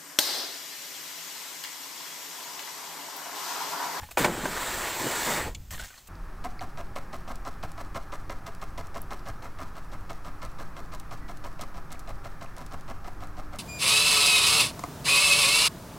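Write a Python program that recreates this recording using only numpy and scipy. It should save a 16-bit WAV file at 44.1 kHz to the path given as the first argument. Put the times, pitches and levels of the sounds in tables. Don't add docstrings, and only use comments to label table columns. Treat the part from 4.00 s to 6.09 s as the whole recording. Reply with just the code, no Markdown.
import sys
import numpy as np
from scipy import signal
from scipy.fft import rfft, irfft
from scipy.io import wavfile
from scipy.ndimage import uniform_filter1d

SR = 44100
rng = np.random.default_rng(int(sys.argv[2]) if len(sys.argv) > 2 else 0)


def to_wav(sig):
    pcm = np.clip(np.atleast_2d(sig), -1, 1) * 32767
    pcm = np.round(pcm).astype(np.int16)
    wavfile.write(sys.argv[1], SR, pcm.T)


N = 92036


def undb(db):
    return 10 ** (np.asarray(db) / 20)


def unit(x):
    return x / np.sqrt(np.mean(x ** 2) + 1e-20)


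def curve(table, axis=1):
    rows = np.array(table)
    return undb(np.interp(np.arange(N) / SR, rows[:, 0], rows[:, axis]))


def response(points):
    hz, db = np.array(points, float).T
    bins_hz = np.arange(N + 1) * SR / (2 * N)
    return undb(np.interp(np.log(bins_hz + 1), np.log(hz), db))


def colour(x, points):
    cepstrum = irfft(np.log(unit(response(points))))
    cepstrum[1:N] *= 2
    cepstrum[N + 1:] = 0
    return irfft(rfft(x, 2 * N) * np.exp(rfft(cepstrum)))[:N]


def resonate(x, hz, width_hz):
    peak = signal.iirpeak(hz, hz / width_hz, SR)
    return signal.lfilter(*peak, x) * np.sqrt(SR / (np.pi * width_hz))


def walk(rate_hz):
    hold = max(int(SR / rate_hz), 1)
    steps = np.repeat(rng.standard_normal(N)[:N // hold + 1], hold)
    return unit(uniform_filter1d(steps, hold)[:N])


def grains(per_s, spread_db):
    size = np.minimum(rng.exponential(size=N), 4)
    hits = rng.random(N) < per_s / SR
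    return unit(hits * rng.choice([-1, 1], N) * undb(spread_db * size))


def burst(start, rise, t60):
    age = np.arange(N) / SR - start
    return np.clip(age / rise, 0, 1) * np.exp(-np.log(1000) * np.maximum(age - rise, 0) / t60)


def strength(x, envelope, db):
    return unit(x) * np.sqrt(np.mean(envelope ** 2)) * undb(db)


def ping(start, rise, t60, hz):
    sine = np.sin(2 * np.pi * hz * (np.arange(N) / SR - start))
    return burst(start, rise, t60) * np.sqrt(2) * sine


PATCH_HZ, PATCH_S, PATCH_DB = 258.2, .05, 2


def shifting(x, size=512):
    spectrum = signal.stft(x, nperseg=size)[2]
    patches = rng.standard_normal(spectrum.shape)
    patches = uniform_filter1d(patches, int(PATCH_HZ * size / SR) + 1, axis=0)
    patches = uniform_filter1d(patches, int(PATCH_S * 2 * SR / size) + 1, axis=1)
    return unit(signal.istft(spectrum * undb(PATCH_DB * unit(patches)), nperseg=size)[1][:N])


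# start_s, level_db, ring_hz, ring_t60_s
TAPS = [(0, -43.5, 914, 0.064), (0.0187, -45.5, 1690, 0.052), (.0305, -40.5, 842, 0.081),
        (.034, -50.5, 1820, 0.11), (0.0872, -48, 980, 0.05), (1.724, -42, 1830, 0.044),
        (1.734, -43.5, 1070, .035), (1.7445, -42, 1855, 0.063), (1.7777, -41, 1680, .03),
        (1.795, -37.5, 1490, .05), (1.798, -44.5, 680, .06), (1.8227, -38.5, 1556, 0.03),
        (1.8405, -45, 1610, .04), (1.9039, -47.5, 1535, 0.056), (1.939, -51.5, 1806, .06),
        (1.977, -49, 4290, 0.039)]
# freq_hz, gain_db
GRIT_COLOUR = [(60, -20.5), (150, -7.5), (260, -9.5), (350, -5), (950, -1.5), (1300, -3), (1850, -1.5),
               (2300, -8), (2800, -7.5), (5000, -17), (15000, -33)]
TAP_RISE_S, TAP_GRIT_DB, TAP_GRIT_T60_S = 0.0017, -4.5, 0.064


def taps():
    grit = unit(colour(rng.standard_normal(N), GRIT_COLOUR))
    out = 0
    for start, db, hz, t60 in TAPS:
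        crunch = undb(TAP_GRIT_DB) * burst(start, TAP_RISE_S, TAP_GRIT_T60_S) * grit
        out = out + undb(db) * (ping(start, TAP_RISE_S, t60, hz) + crunch)
    return out


CRINKLES_PER_S, CRINKLE_SPREAD_DB = 10000, 3
CREASE_RANGE_HZ, CREASE_Q = (593, 15100), 4.5


def crackle(count=22):
    pitches = np.geomspace(*CREASE_RANGE_HZ, count)
    shares = pitches / pitches.sum()
    out = 0
    for hz, share in zip(pitches, shares):
        snaps = grains(CRINKLES_PER_S * share, CRINKLE_SPREAD_DB)
        out = out + np.sqrt(share) * resonate(snaps, hz, hz / CREASE_Q)
    return unit(out)


# start_s, level_db, rise_s, t60_s, crispness_db (treble gain)
RUSTLES = [(0, -50, 0.0079, 0.82, -0.5), (0.108, -39.5, 0.0066, 0.052, 0.5),
           (0.177, -30.5, 0.0067, 0.16, 8), (1.704, -39, 0.0051, 0.43, -1),
           (1.786, -43.5, 0.014, 0.24, -11), (1.834, -46.5, 0.0067, 0.32, -7), (1.87, -55, 0.12, 0.31, -6),
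           (2.072, -48.5, 0.00099, 0.1, 2)]
# freq_hz, gain_db
SHEET_COLOUR = [(200, 14), (700, 3.5), (4300, 4.5), (5100, 1.5), (7800, 6), (10000, 0), (14500, 4)]
CRISP_HZ = 8400


def rustles():
    crinkles = shifting(colour(crackle(), SHEET_COLOUR))
    dull = signal.sosfiltfilt(signal.butter(4, CRISP_HZ, fs=SR, output="sos"), crinkles)
    crisp = crinkles - dull
    out = 0
    for start, db, rise, t60, crisp_db in RUSTLES:
        envelope = burst(start, rise, t60)
        out = out + strength(envelope * (dull + undb(crisp_db) * crisp), envelope, db)
    return out


# time_s, level_db
WIND = [(.03, -38.5), (.08, -55), (.23, -44.5), (.48, -41.5), (.56, -46), (.8, -44.5), (.92, -55),
        (1.22, -56), (1.45, -35.5), (1.59, -39), (1.68, -47.5), (1.75, -36.5), (1.81, -38), (1.9, -59),
        (2.09, -59)]
# freq_hz, gain_db
BUFFET_COLOUR = [(28, -3), (58, -3), (85, -5), (130, -15.5), (220, -22.5), (700, -57)]
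# freq_hz, gain_db
YARD_COLOUR = [(300, 4), (1700, 1.5), (5000, -1.5), (7500, 1.5), (10000, -9), (14500, 0.5)]
YARD_DB = -57.5


def air():
    gusts = unit(colour(rng.standard_normal(N), BUFFET_COLOUR)) * curve(WIND)
    yard = unit(colour(rng.standard_normal(N), YARD_COLOUR))
    return gusts + undb(YARD_DB) * yard


# pitch_hz, level_db, t60_s
CRATE_MODES = [(252.9, -5.5, 0.32), (354, 0.5, 0.093), (608, -4, 0.17), (857, -3, 0.19), (978, 0.5, 0.08),
               (1480, -13, 0.054), (1790, -1.5, 0.03), (2260, 1, 0.054), (2490, -3.5, 0.055)]


def walls(push):
    out = 0
    for k, (hz, db, t60) in enumerate(CRATE_MODES):
        width_hz = np.log(1000) / (np.pi * t60)
        out = out + (-1) ** k * undb(db) * resonate(push, hz, width_hz)
    return out


TREBLE_HZ = 1940


def soften(x, treble_db):
    return colour(x, [(TREBLE_HZ * .8, 0), (TREBLE_HZ * 1.05, treble_db)])


# start_s, level_db, rise_s, wall_ring_db (relative), treble_db, rib_hz
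KNOCKS = [(0.1707, -18, 0.00246, -5.5, -4.5, 1470), (0.2426, -17, .004, -7.5, 1, 2253),
          (0.256, -24.5, 0.0032, -16, -4, 988), (0.452, -26, 0.0055, -21, -6, 1567),
          (0.57, -30.5, 0.0036, -12, -3, 1807)]
# freq_hz, gain_db
BLOW_COLOUR = [(60, -53), (200, -38), (450, 16.5), (1550, 10.5), (1850, 5), (2300, 7), (3100, 0.5),
               (5500, -6), (7800, -1.5), (10000, -12.5)]
RIB_DB, RIB_T60_S = -5, 0.044
KNOCK_T60_S, KNOCK_TAIL_DB, KNOCK_TAIL_T60_S = 0.073, -25, 0.15


def knocks():
    out = 0
    for start, db, rise, ring_db, treble_db, rib_hz in KNOCKS:
        contact = burst(start, rise, KNOCK_T60_S)
        tail = undb(KNOCK_TAIL_DB) * burst(start, rise, KNOCK_TAIL_T60_S)
        envelope = np.maximum(contact, tail)
        crack = soften(colour(envelope * rng.choice([-1, 1], N), BLOW_COLOUR), treble_db)
        push = signal.unit_impulse(N, int((start + rise / 2) * SR))
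        ring = soften(walls(push), treble_db)
        out = out + strength(crack, envelope, db) + strength(ring, contact, db + ring_db)
        out = out + undb(db + RIB_DB) * ping(start, rise, RIB_T60_S, rib_hz)
    return out


# time_s, grinding_db, hiss_db
SLIDE = [(.17, -84, -77), (.182, -27.5, -30), (.215, -28.5, -30.5), (.262, -32.5, -37.5),
         (.3, -37.5, -41.5), (.41, -38.5, -41), (.52, -36.5, -39.5), (.62, -33.5, -35.5), (.98, -35, -36),
         (1.04, -31, -33.5), (1.14, -32, -34), (1.23, -32.5, -32.5), (1.32, -28, -31.5),
         (1.405, -31.5, -37.5), (1.48, -39, -46.5), (1.53, -60, -57.5), (1.58, -85, -83)]
# freq_hz, gain_db
HISS_COLOUR = [(500, -10), (1800, -27.5), (2600, 6), (3800, 3.5), (5300, -2), (6500, 1), (7600, 6),
               (8300, 2), (9300, -6.5), (11500, -9), (13000, -5.5), (14500, -0.5), (16000, -9.5)]
SLIPS_PER_S, SLIP_SPREAD_DB = 9000, 2.5
SLIDE_RING_DB = -9
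JUDDER_HZ, JUDDER_DB = 59.8, 0.5


def slide():
    slips = grains(SLIPS_PER_S, SLIP_SPREAD_DB)
    grit = shifting(colour(slips, GRIT_COLOUR))
    ring = unit(walls(grains(SLIPS_PER_S, SLIP_SPREAD_DB)))
    grinding = grit + undb(SLIDE_RING_DB) * ring
    hiss = shifting(colour(slips + rng.standard_normal(N), HISS_COLOUR))
    judder = undb(JUDDER_DB * walk(JUDDER_HZ))
    return judder * (grinding * curve(SLIDE, axis=1) + hiss * curve(SLIDE, axis=2))


# start_s, level_db (before colouring), rise_s, t60_s
BUMPS = [(0.191, -27.5, 0.0049, 0.51), (0.248, -23, 0.0043, 0.067), (0.274, -26.5, 0.0029, 0.37),
         (0.349, -37.5, 0.039, 0.65), (0.433, -31.5, 0.0038, 0.44), (1.02, -29.5, 0.049, 0.058),
         (1.254, -31, 0.018, 0.62), (1.448, -34.5, 0.03, 0.11)]
# freq_hz, gain_db
THUMP_COLOUR = [(40, -29), (90, -3.5), (140, 6.5), (270, 6.5), (420, 5), (650, -0.5), (1000, -1.5),
                (5000, -41.5)]


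def bumps():
    out = 0
    for start, db, rise, t60 in BUMPS:
        envelope = burst(start, rise, t60)
        out = out + strength(envelope * rng.standard_normal(N), envelope, db)
    return colour(out, THUMP_COLOUR)


# start_s, level_db, t60_s
TICK = (1.5468, -34.5, 0.039)
# pitch_hz, width_hz, level_db
TICK_MODES = [(2340, 130, 1), (2797, 160, -1.5), (3380, 240, 1.5), (4550, 570, 0.5), (7100, 650, 4.5)]


def tick():
    start, db, t60 = TICK
    envelope = burst(start, TAP_RISE_S, t60)
    push = envelope * rng.choice([-1, 1], N)
    ring = 0
    for k, (hz, width_hz, mode_db) in enumerate(TICK_MODES):
        ring = ring + (-1) ** k * undb(mode_db) * unit(resonate(push, hz, width_hz))
    return strength(ring, envelope, db)


# freq_hz, gain_db
SCATTER_COLOUR = [(3400, -63), (5200, 5.5), (7000, -13), (11000, 5), (15000, -1.5)]
SIDE_DB, SIDE_FROM_HZ, SIDE_FOLLOW_S = -9, 9100, 0.006


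def diffuse(mid):
    high_pass = signal.butter(4, SIDE_FROM_HZ, "high", fs=SR, output="sos")
    treble = signal.sosfilt(high_pass, mid)
    power = uniform_filter1d(treble ** 2, int(SIDE_FOLLOW_S * SR) + 1)
    follow = np.sqrt(np.abs(power))
    return undb(SIDE_DB) * colour(follow * rng.standard_normal(N), SCATTER_COLOUR)


def scene():
    mid = knocks() + slide() + bumps() + taps() + tick() + rustles() + air()
    side = diffuse(mid)
    return np.array([mid + side, mid - side])


TOP_HZ = 15550


def record(dry):
    low_pass = signal.ellip(10, .2, 80, TOP_HZ, fs=SR, output="sos")
    return signal.sosfilt(low_pass, dry)


dry = scene()
out = record(dry)
to_wav(out)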